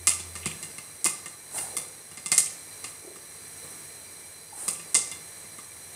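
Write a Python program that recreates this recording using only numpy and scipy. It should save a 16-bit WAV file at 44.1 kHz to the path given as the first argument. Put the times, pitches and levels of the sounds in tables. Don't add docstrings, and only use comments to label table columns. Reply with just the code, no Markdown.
import sys
import numpy as np
from scipy import signal
from scipy.io import wavfile

SR = 44100
rng = np.random.default_rng(int(sys.argv[2]) if len(sys.argv) > 2 else 0)


def to_wav(s):
    ch = np.atleast_2d(s).T
    pcm = np.round(np.clip(ch, -1, 1) * 32767)
    wavfile.write(sys.argv[1], SR, pcm.astype(np.int16))


N = 262395

T = np.arange(SR // 2) / SR
BLOW_S = 0.022

# centre in Hz, width in Hz, level in dB.
LID_RESONANCES = [(7410, 24, 4), (8750, 47, -4), (8564, 220, 5.5), (9200, 140, 5.5), (9900, 29, 10),
                  (10460, 67, 1)]


def amp(db):
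    return 10 ** (np.asarray(db) / 20)


def unit(x):
    return x / np.sqrt(np.mean(x ** 2) + 1e-20)


def unit_blow(x):
    opening = x[:round(BLOW_S * SR)]
    return x / np.sqrt(np.mean(opening ** 2) + 1e-20)


def read(points, hz):
    f, value = np.transpose(points)
    return np.interp(np.log(hz + 1), np.log(f + 1), value)


def add(mix, s, sound):
    part = mix[max(round(s * SR), 0):][:len(sound)]
    part += sound[:len(part)]


def colour(x, db_at, size=4096):
    hz = abs(np.fft.fftfreq(size, 1 / SR))
    log_gain = np.log(amp(db_at(hz)))
    taps = np.fft.ifft(np.exp(np.conj(signal.hilbert(log_gain)))).real
    return signal.oaconvolve(x, taps[:size // 2])[:len(x)]


def peaks_db(peaks, hz):
    return sum(db / (1 + (2 * (hz - f) / width) ** 2) for f, width, db in peaks)


def high_pass(x, hz, order):
    return signal.sosfilt(signal.butter(order, hz, "high", fs=SR, output="sos"), x)


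def low_pass(x, hz, order):
    return signal.sosfilt(signal.butter(order, hz, fs=SR, output="sos"), x)


def drift(length, per_s):
    at = np.arange(length) * per_s / SR
    return np.interp(at, np.arange(4096), rng.standard_normal(4096))


def pops():
    # start in seconds, hull crack in dB, pot ring in dB, thump in dB, top of the crack in dB.
    bursts = [(.0712, -17.5, -27.5, -47.5, 0), (.458, -30, -35.5, -34, -2), (.6277, -36.5, -45.5, -49.5, 0),
              (1.044, -22.5, -41, -53, 0), (1.0555, -22.5, -30, -39, 1), (1.7674, -27.5, -39.5, -48, 3.5),
              (2.26, -32, -42, -49, -5), (2.3175, -20.5, -28.5, -39.5, -4.5),
              (2.3796, -15.5, -34.5, -53, -0.5), (2.842, -36.5, -42, -52.5, -8),
              (4.6805, -25.5, -38.5, -45, 0.5), (4.9453, -20, -32, -57, -5.5),
              (4.9508, -19, -35.5, -43, -16)]
    bright_db = 1.5
    out = np.zeros(N)
    for s, crack_db, ring_db, thump_db, top_db in bursts:
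        add(out, s, blow(crack_db, ring_db, thump_db, top_db, bright_db))
    return out


def blow(crack_db, ring_db, thump_db, top_db, bright_db, lowest_hz=125):
    # centre in Hz, level in dB, 60 dB decay in seconds.
    pot_modes = [(1079.5, -13, 0.1), (1183, -3, 0.078), (1221, -5.5, 0.037), (1325, -14, 0.061),
                 (1830, -9.5, 0.11), (2089, 0.5, 0.09), (2087, -0.5, 0.043), (2484, -8, 0.062),
                 (2670, -10, 0.076), (2748, -10, 0.071), (2820, -6, 0.1), (3497, -10.5, 0.11),
                 (3490, -20, 0.073), (4280, -17.5, 0.09), (4400, -16, 0.13), (4780, -11.5, 0.1),
                 (4980, -7, 0.052), (7350, -18, 0.069)]
    # centre in Hz, level in dB, 60 dB decay in seconds.
    base_modes = [(160.3, -6.5, 0.2), (173, 1.5, 0.047), (221.5, -4.5, 0.052), (348.4, -1.5, 0.05),
                  (485, -12, 0.053), (706, -6.5, 0.024), (898, -10, 0.028)]
    ring_rise_s, thump_rise_s = 0.0022, 0.0013
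    clack_db = -7.5

    ringing = unit_blow(ring(pot_modes, bright_db, ring_rise_s, scatter_db=4.0, detune=0.004))
    wall = ringing + amp(clack_db) * clack()
    base = ring(base_modes, 0, thump_rise_s, scatter_db=0.5, detune=0.011)
    base = high_pass(base, lowest_hz, order=4)
    return amp(crack_db) * crack(top_db) + amp(ring_db) * wall + amp(thump_db) * unit_blow(base)


def crack(top_db, scatter_db=-11, scatter_s=0.025, lumpy_db=4.5, flake_db=-4, flakes_per_s=110, flake_s=0.042):
    # frequency in Hz, relative level in dB per Hz.
    hull_spectrum = [(80, -58), (250, -30.5), (1500, -33.5), (3000, -23), (4600, -15), (5200, -12.5),
                     (6500, -10.5), (7600, -6), (8500, -2.5), (9800, -5.5), (11000, -13), (13000, -22),
                     (15400, -29)]
    snap_s = 0.0015

    def spectrum_db(hz):
        top = read([(8700, 0), (11000, top_db)], hz)
        return read(hull_spectrum, hz) + peaks_db(LID_RESONANCES, hz) + top

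    snap = np.exp(-T / snap_s)
    scatter = amp(scatter_db + lumpy_db * drift(len(T), 792)) * np.exp(-T / scatter_s)
    ticks = (rng.random(len(T)) < flakes_per_s / SR) * rng.random(len(T)) * np.exp(-T / flake_s)
    flakes = amp(flake_db) * signal.fftconvolve(ticks, snap)[:len(T)]
    loudness = np.sqrt(echoed(snap, 0.56) ** 2 + scatter ** 2 + flakes ** 2)
    return unit_blow(colour(loudness * rng.standard_normal(len(T)), spectrum_db))


def echoed(envelope, share):
    echo_s = 0.0061
    late = np.concatenate([np.zeros(round(echo_s * SR)), envelope])[:len(envelope)]
    return envelope + share * late


def ring(modes, bright_db, rise_s, scatter_db, detune, chatter_db=3.5):
    hz, db, t60 = np.transpose(modes)[:, :, None]
    weight, shift, phase = rng.standard_normal((len(modes), 3)).T[:, :, None]
    tilt_db = bright_db * np.log2(hz / hz[0])
    level = amp(db + tilt_db + scatter_db * weight - 60 * T / t60)
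    tones = level * np.sin(2 * np.pi * (hz * (1 + detune * shift) * T + phase))
    rise = 1 - np.exp(-T / rise_s)
    return tones.sum(0) * rise * amp(chatter_db * drift(len(T), 248))


def clack():
    # frequency in Hz, relative level in dB per Hz.
    clack_spectrum = [(100, -14), (250, -5.5), (800, 1), (1600, -2.5), (3500, -0.5), (8000, -19)]
    decay_s = 0.021
    burst = rng.standard_normal(len(T)) * np.exp(-T / decay_s)
    return unit_blow(colour(burst, lambda hz: read(clack_spectrum, hz)))


def knocks():
    # start in seconds, pot ring in dB, ring brightness in dB per octave.
    hits = [(.196, -45.5, 6), (.354, -42.5, -3), (.7, -56, 5), (.782, -44.5, -4), (1.259, -43, -8),
            (1.579, -41, 6), (2.113, -53.5, -3), (2.173, -46.5, -2), (3.159, -52.5, -12),
            (3.645, -58.5, -18), (3.739, -60, -23), (4.795, -48.5, -6), (5.115, -42, 1.5),
            (5.44, -56.5, -4), (5.584, -48, -12.5)]
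    click_over_ring_db, click_top_db = 4, -4
    click_per_brightness = 0.17
    middling_ring_db, middling_thump_db = -45.5, -52.5
    thump_growth = 0.3
    out = np.zeros(N)
    for s, ring_db, bright_db in hits:
        click_db = ring_db + click_over_ring_db + click_per_brightness * bright_db
        thump_db = middling_thump_db + thump_growth * (ring_db - middling_ring_db)
        add(out, s, blow(click_db, ring_db, thump_db, click_top_db, bright_db))
    return out


def sizzle(flutter_db=0.25, swell_db=1.72, bubble_db=-11, bubbles_per_s=500, size_db=3.5):
    # frequency in Hz, relative level in dB per Hz.
    frying_spectrum = [(25, -6), (55, -9.5), (92, 1.5), (130, -7), (380, -3), (650, -4.5), (1500, -8.5),
                       (2100, -4), (2700, -12), (5200, -15.5), (7400, -9.5), (8500, -2), (11200, -10),
                       (15400, -15)]
    # centre in Hz, width in Hz, level above the broad spectrum in dB.
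    frying_resonances = [(101.5, 15, 6), (153.4, 18, 11.2), (449, 39, 3.8), (1120, 23, 2), (1740, 92, 3.7),
                         (2330, 26, 12.1), (4064, 262, 17.3), (4710, 27, 17), (5820, 620, 12.2),
                         (6660, 53, 10.4), (8810, 260, 4.6), (8150, 325, 6.9), (10200, 670, 8),
                         (12500, 640, 4)]
    sizzle_db = -44.5

    def spectrum_db(hz):
        resonances = peaks_db(frying_resonances, hz) + peaks_db(LID_RESONANCES, hz)
        return read(frying_spectrum, hz) + resonances

    wash = rng.standard_normal(N) * amp(flutter_db * drift(N, 45) + swell_db * drift(N, 3.53))
    sizes = amp(size_db * np.minimum(rng.exponential(1, N), 4)) * rng.choice([-1, 1], N)
    bubbles = sizes * (rng.random(N) < bubbles_per_s / SR)
    frying = wash + amp(bubble_db) * unit(bubbles)
    return amp(sizzle_db) * unit(colour(frying, spectrum_db))


def steam(sputter_db=0.5, gurgle_db=5.5):
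    # peak in seconds, length in seconds, hiss in dB, hollow body in dB, body centre in Hz.
    puffs = [(1.577, 0.13, -32, -46, 754), (1.763, 0.2, -47.5, -48.5, 505), (3.077, 0.16, -67, -51.5, 378),
             (3.633, 0.044, -55, -47.5, 455), (4.534, 0.036, -69, -50, 826), (4.623, 0.21, -37, -50, 500),
             (4.944, 0.19, -47, -49.5, 438)]
    # peak in seconds, length in seconds, level in dB.
    spurts = [(0.117, .018, -35.5), (0.468, .11, -44.5), (2.465, .02, -44), (4.756, .02, -42.5)]
    # frequency in Hz, relative level in dB per Hz.
    hiss_spectrum = [(1500, -10), (3500, -19), (7000, -9), (9000, 7.5), (10000, 0), (11500, -10),
                     (15400, -19)]
    spurt_hz, spurt_octaves = 2600, 0.25
    puff_octaves_per_s = 2.4

    hiss = unit(colour(rng.standard_normal(N), lambda hz: read(hiss_spectrum, hz)))
    hiss = hiss * amp(sputter_db * drift(N, 230))
    rush = rng.standard_normal(N) * amp(gurgle_db * drift(N, 130))
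    spurting = sum(amp(db) * flow(s, length_s) for s, length_s, db in spurts)
    out = through_gap(rush, spurt_hz, spurt_octaves) * spurting
    for s, length_s, hiss_db, body_db, body_hz in puffs:
        body = through_gap(rush, body_hz, puff_octaves_per_s * length_s)
        out += flow(s, length_s) * (amp(hiss_db) * hiss + amp(body_db) * body)
    return out


def flow(peak_s, length_s):
    rise_share = 0.34
    t = np.arange(N) / SR - peak_s
    side_s = length_s * np.where(t < 0, rise_share, 1 - rise_share)
    return np.exp(-(t / side_s) ** 2)


def through_gap(rush, centre_hz, octaves, skirt_db=9):
    def gap_db(hz):
        distance = np.log2((hz + 1) / centre_hz) / octaves
        return -skirt_db * np.minimum(np.hypot(1, distance), 10)

    return unit(colour(rush, gap_db))


def hum(overtone_db=-14, flutter_db=4):
    low_hz, upper_centre_hz = 85.2, 365
    waver, wavers_per_s = 0.035, 9.7
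    hum_db, stop_s, fade_db_per_s = -48.5, 0.47, 113
    t = np.arange(N) / SR
    upper_hz = upper_centre_hz * (1 + waver * drift(N, wavers_per_s))
    low = np.sin(2 * np.pi * low_hz * t)
    upper = np.sin(2 * np.pi * np.cumsum(upper_hz) / SR) * amp(overtone_db + flutter_db * drift(N, 38))
    level = amp(hum_db - fade_db_per_s * np.maximum(t - stop_s, 0))
    return np.sqrt(2) * level * (low + upper)


def kitchen(x, build_s=0.0045):
    # frequency in Hz, 60 dB decay in seconds.
    room_decay = [(130, 0.53), (400, 0.89), (2400, 0.5), (6000, 0.53), (9000, 0.4), (15000, 0.28)]
    hz, t, z = signal.stft(rng.standard_normal(len(T)), SR, nperseg=256)
    fading = z * amp(-60 * t / read(room_decay, hz)[:, None])
    tail = signal.istft(fading, SR, nperseg=256)[1][:len(T)]
    tail = tail * (1 - np.exp(-(T / build_s) ** 2))
    return signal.fftconvolve(x, tail / np.linalg.norm(tail))[:N]


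def scene(room_db=-9, width_db=-26, wide_below_hz=900):
    pot = pops() + knocks() + steam()
    mono = pot + amp(room_db) * kitchen(pot) + sizzle() + hum()
    side = amp(width_db) * low_pass(kitchen(mono), wide_below_hz, order=2)
    return np.array([mono + side, mono - side])


def record(dry, low_cut_hz=50):
    port_hz, port_width_hz, port_db = 7950, 850, 7
    edge_hz = 15600
    resonance = [(port_hz, port_width_hz, port_db / 2)]
    left = colour(dry[0], lambda hz: -peaks_db(resonance, hz))
    right = colour(dry[1], lambda hz: peaks_db(resonance, hz))
    thin = high_pass(np.array([left, right]), low_cut_hz, order=2)
    rounded = thin / (1 + (thin / 0.8) ** 4) ** 0.25
    taps = signal.firwin(401, edge_hz, window=("kaiser", 8), fs=SR)
    return signal.oaconvolve(rounded, taps[None], "same")


dry = scene()
out = record(dry)
to_wav(out)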